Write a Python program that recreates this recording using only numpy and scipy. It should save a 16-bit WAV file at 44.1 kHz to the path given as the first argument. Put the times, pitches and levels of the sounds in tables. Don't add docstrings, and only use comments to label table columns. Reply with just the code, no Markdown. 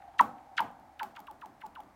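import sys
import numpy as np
from scipy import signal
from scipy.fft import rfft, irfft
from scipy.io import wavfile
from scipy.ndimage import uniform_filter1d

SR = 44100
rng = np.random.default_rng(int(sys.argv[2]) if len(sys.argv) > 2 else 0)


def field_ratio(decibels):
    return 10 ** (np.asarray(decibels, dtype=float) / 20)


def int16_out(signal):
    q = np.round(np.clip(np.atleast_2d(signal).T, -1, 1) * 32767)
    wavfile.write(sys.argv[1], SR, q.astype(np.int16))


N = 85995


def evened(x):
    return x / np.sqrt(np.mean(x ** 2) + 1e-20)


def read(points, hz):
    f, value = np.transpose(points)
    return np.interp(np.log(hz + 1), np.log(f + 1), value)


def add(mix, start_s, sound):
    part = mix[round(start_s * SR):][:len(sound)]
    part += sound[:len(part)]


def resonate(x, hz, width_hz):
    turn = np.exp(2j * np.pi * hz * np.arange(len(x)) / SR)
    r = np.exp(-np.pi * width_hz / SR)
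    return 2 * (turn * signal.lfilter([1 - r], [1, -r], x / turn)).real


def coloured(x, points):
    gain = field_ratio(read(points, np.fft.rfftfreq(len(x), 1 / SR)))
    return irfft(rfft(x) * gain, len(x))


def drift(noise, span_s):
    r = np.exp(-1 / (span_s * SR))
    return evened(signal.lfilter([1], [1, -2 * r, r * r], noise))


def tail(x, decays):
    taps = np.zeros(N)
    at = np.arange(0, N - 20, 20)
    taps[at + rng.integers(0, 20, len(at))] = rng.choice([-1., 1.], len(at))
    hz, t, z = signal.stft(taps, SR, nperseg=256)
    t60_s = np.maximum(read(decays, hz), .02)[:, None]
    echoes = signal.istft(z * field_ratio(-60 * t / t60_s), SR, nperseg=256)[1][:N]
    build_s = .003
    echoes = echoes * np.minimum(np.arange(len(echoes)) / SR / build_s, 1)
    return signal.fftconvolve(x, echoes / np.linalg.norm(echoes[:SR // 10]))[:N]


def tails(x, decays):
    turn = np.arange(N) / SR * 2.3
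    shares = [np.sqrt(2 / 3) * np.cos(np.pi * (turn + k / 3)) for k in range(3)]
    return sum(tail(x * share, decays) for share in shares)


# (pitch_hz, level_db per Hz)
AIR_COLOUR = [(24, -34.5), (40, -1), (189, -10), (296, -5), (453, -18), (627, -5), (2300, -19.5),
              (2540, -26), (15800, -38.5)]


def air():
    frames, hz = N // 256 + 5, np.fft.rfftfreq(1024, 1 / SR)
    a, b, patches = rng.standard_normal((frames, 513, 3)).T
    patches = uniform_filter1d(patches, 10, 0)
    patches = evened(uniform_filter1d(patches, 12, 1))
    patchy_db = .5
    z = (a + 1j * b) * field_ratio(read(AIR_COLOUR, hz)[:, None] + patchy_db * patches)
    return field_ratio(-62) * evened(signal.istft(z, nperseg=1024, noverlap=768)[1][:N])


def old_hum():
    level_db, t60_s, skirt_db = -52, 5, -18.5
    noise = rng.standard_normal(N)
    core = evened(resonate(resonate(noise, 767, 133), 767, 133))
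    skirt = evened(resonate(resonate(noise, 900, 1400), 900, 1400))
    fade = field_ratio(level_db - 60 * np.arange(N) / SR / t60_s)
    return fade * (core + field_ratio(skirt_db) * skirt)


# (pitch_hz, t60_s), t60 being the time to fade by 60 dB
FOREST_FADE = [(150, 0.53), (400, 0.37), (800, 0.38), (1200, 0.35), (2800, 0.29), (7300, 0.36),
               (14000, 0.23)]


def forest(blurred, cracks, thud):
    whistle_db, tick_db, thud_db = -10, 7, 5.5
    sent = field_ratio(whistle_db) * blurred
    sent = sent + field_ratio(tick_db) * coloured(cracks, TICK_COLOUR)
    sent = sent + field_ratio(thud_db) * thud
    return tails(sent, FOREST_FADE)


# (pitch_hz, t60_s)
SHEET_FADE = [(500, 2.2), (780, 5.4), (1000, 0.41), (1600, 1.5), (3000, 0.91)]


def sheet_hum(blurred):
    return field_ratio(-23.5) * tails(resonate(blurred, 820, 500), SHEET_FADE)


def knock(blows, hz, width_hz):
    return resonate(resonate(blows, hz, width_hz), hz, width_hz) * SR / (2 * width_hz)


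def thuds(blows):
    boom_db = -3
    return field_ratio(-25) * (knock(blows, 245.7, 200) + field_ratio(boom_db) * knock(blows, 650, 260))


# (pitch_hz, level_db)
TICK_COLOUR = [(300, -11.5), (1500, -2.5), (3200, -2), (5000, -8.5), (7500, -9.5), (10000, -11),
               (13500, -6), (16000, -8.5)]


def tick(level_db, noise):
    fade_s = .0011
    t = (np.arange(len(noise)) - 40) / SR
    burst = coloured(noise * (t >= 0) * np.exp(-abs(t) / fade_s), TICK_COLOUR)
    return field_ratio(level_db) * burst / abs(burst).max()


# (start_s, tick_db,
# thud_db)
ARRIVALS = [(.2105, -23, -13), (.6060, -29, -17), (1.0310, -30, -29.5), (1.0360, -38, -33.5),
            (1.1930, -47, -48), (1.2030, -42, -33), (1.3120, -42.5, -35), (1.4590, -42, -28.5),
            (1.6560, -56, -33.5), (1.6620, -48, -54), (1.6660, -44.5, -37), (1.8045, -45.5, -38),
            (1.8350, -58, -33), (.7140, -56, -60), (.7980, -55, -36)]


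def landings():
    ticks, cracks, blows = np.zeros((3, N))
    for start_s, tick_db, thud_db in ARRIVALS:
        add(ticks, start_s - 40 / SR, tick(tick_db, rng.standard_normal(512)))
        add(cracks, start_s, np.array([field_ratio(tick_db)]))
        add(blows, start_s, np.array([field_ratio(thud_db)]))
    return ticks, cracks, blows


# (pitch_hz, level_db)
WHISTLE_COLOUR = [(700, -2), (900, 0), (1200, -2), (1550, 0), (2200, -9), (2900, -7), (4200, -18),
                  (9000, -40)]


def whistle(length_s, level_db, treble_db, dip_hz):
    bend_noise, hiss_noise, flutter_noise = rng.standard_normal((3, 4096))
    t = np.arange(4096) / SR
    end_hz = 820 + 480 * np.exp(-length_s / .015)
    glide = 3200 * np.exp(-t / (length_s * .108 + .0014))
    flash = 9000 * np.exp(-t / length_s / .025)
    sag = 60 * (1 - t / length_s)
    hz = end_hz + glide + flash + sag

    flutter_db = 2.2 * drift(flutter_noise, .0014)
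    db = level_db + read(WHISTLE_COLOUR, hz) + treble_db * np.log2(hz / end_hz) + flutter_db
    rise_s, linger_s = .001, .0015
    shape = np.minimum(t / rise_s, 1) * np.exp(-(np.maximum(t - length_s, 0) / linger_s) ** 2)
    dip_depth, dip_octaves = .9, .18
    shape = shape * (1 - dip_depth * np.exp(-(np.log2(hz / dip_hz) / dip_octaves) ** 2))
    wave = field_ratio(db) * shape * np.sin(2 * np.pi * np.cumsum(hz) / SR)

    cracks_s, cracks_db, tilt_db = .0022, -13, 7
    paths = bend_noise * t / cracks_s * np.exp(-t / cracks_s) * np.sqrt(4 / (cracks_s * SR))
    tilt = [(800, cracks_db), (3200, cracks_db + 2 * tilt_db)]
    scatter = coloured(signal.fftconvolve(wave, paths)[:len(t)], tilt)

    sizzle_s = .0029
    sizzle_db = .2 * level_db - max(-45 - level_db, 0) - 60.5
    sizzle = field_ratio(sizzle_db) * hiss_noise * t / sizzle_s * np.exp(1 - t / sizzle_s)

    broken_hz = 2000
    straight = wave / (1 + (hz / broken_hz) ** 4)
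    return straight + scatter + np.diff(sizzle, prepend=0)


# (start_s, length_s, dip_hz)
SKIPS = [
    (.1890, .0220, 1380),
    (.5750, .0320, 1130),
    (.5870, .0365, 1200),
    (.9905, .0450, 1200),
    (.9975, .0520, 1200),
    (1.1595, .0445, 1080),
    (1.2660, .0500, 2000),
    (1.4095, .0560, 2200),
    (1.6100, .0570, 1150),
    (1.7480, .0610, 1900),
]
# (level_db, treble_db per octave)
SKIP_STRENGTHS = [(-8, -4.5), (-24, 5), (-25, 0), (-31, 1), (-38, -3), (-42, 5), (-43, 0), (-43, 1.5),
                  (-43, -1), (-43, 1)]
# (start_s, length_s, dip_hz, level_db, treble_db per octave)
GRAZING = [(.0150, .040, 1100, -58, 3), (.0780, .040, 1100, -64, 4), (.1330, .040, 1100, -62, 4),
           (.1815, .040, 1900, -60, 13), (.3780, .040, 1100, -63, 4), (.5655, .040, 1900, -52, 11),
           (1.1480, .045, 1600, -60, 7), (1.6030, .053, 1500, -56, 4), (.1865, .040, 2600, -54, 13),
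           (.5715, .040, 1900, -58, 11)]


def ice_waves():
    ice, send = np.zeros((2, N))
    skips = [where + power for where, power in zip(SKIPS, SKIP_STRENGTHS)]
    for start_s, length_s, dip_hz, level_db, treble_db in skips + GRAZING:
        wave = whistle(length_s, level_db, treble_db, dip_hz)
        add(ice, start_s, wave)
        add(send, start_s, wave * field_ratio(-.34 * max(level_db + 30, 0)))
    return ice, send


def scene():
    floor = air() + old_hum()
    ice, send = ice_waves()
    ticks, cracks, blows = landings()
    thud = thuds(blows)
    blurred = send * drift(rng.standard_normal(N), .0006)
    mix = ice + ticks + thud + floor
    mix += forest(blurred, cracks, thud)
    mix += sheet_hum(blurred)
    return mix[None]


def low_pass(x):
    return signal.sosfilt(signal.butter(12, 16130, fs=SR, output="sos"), x)


def record(dry):
    rolloff = signal.butter(2, 47, "high", fs=SR, output="sos")
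    mix = signal.sosfilt(rolloff, dry)
    return low_pass(mix)


dry = scene()
out = record(dry)
int16_out(out)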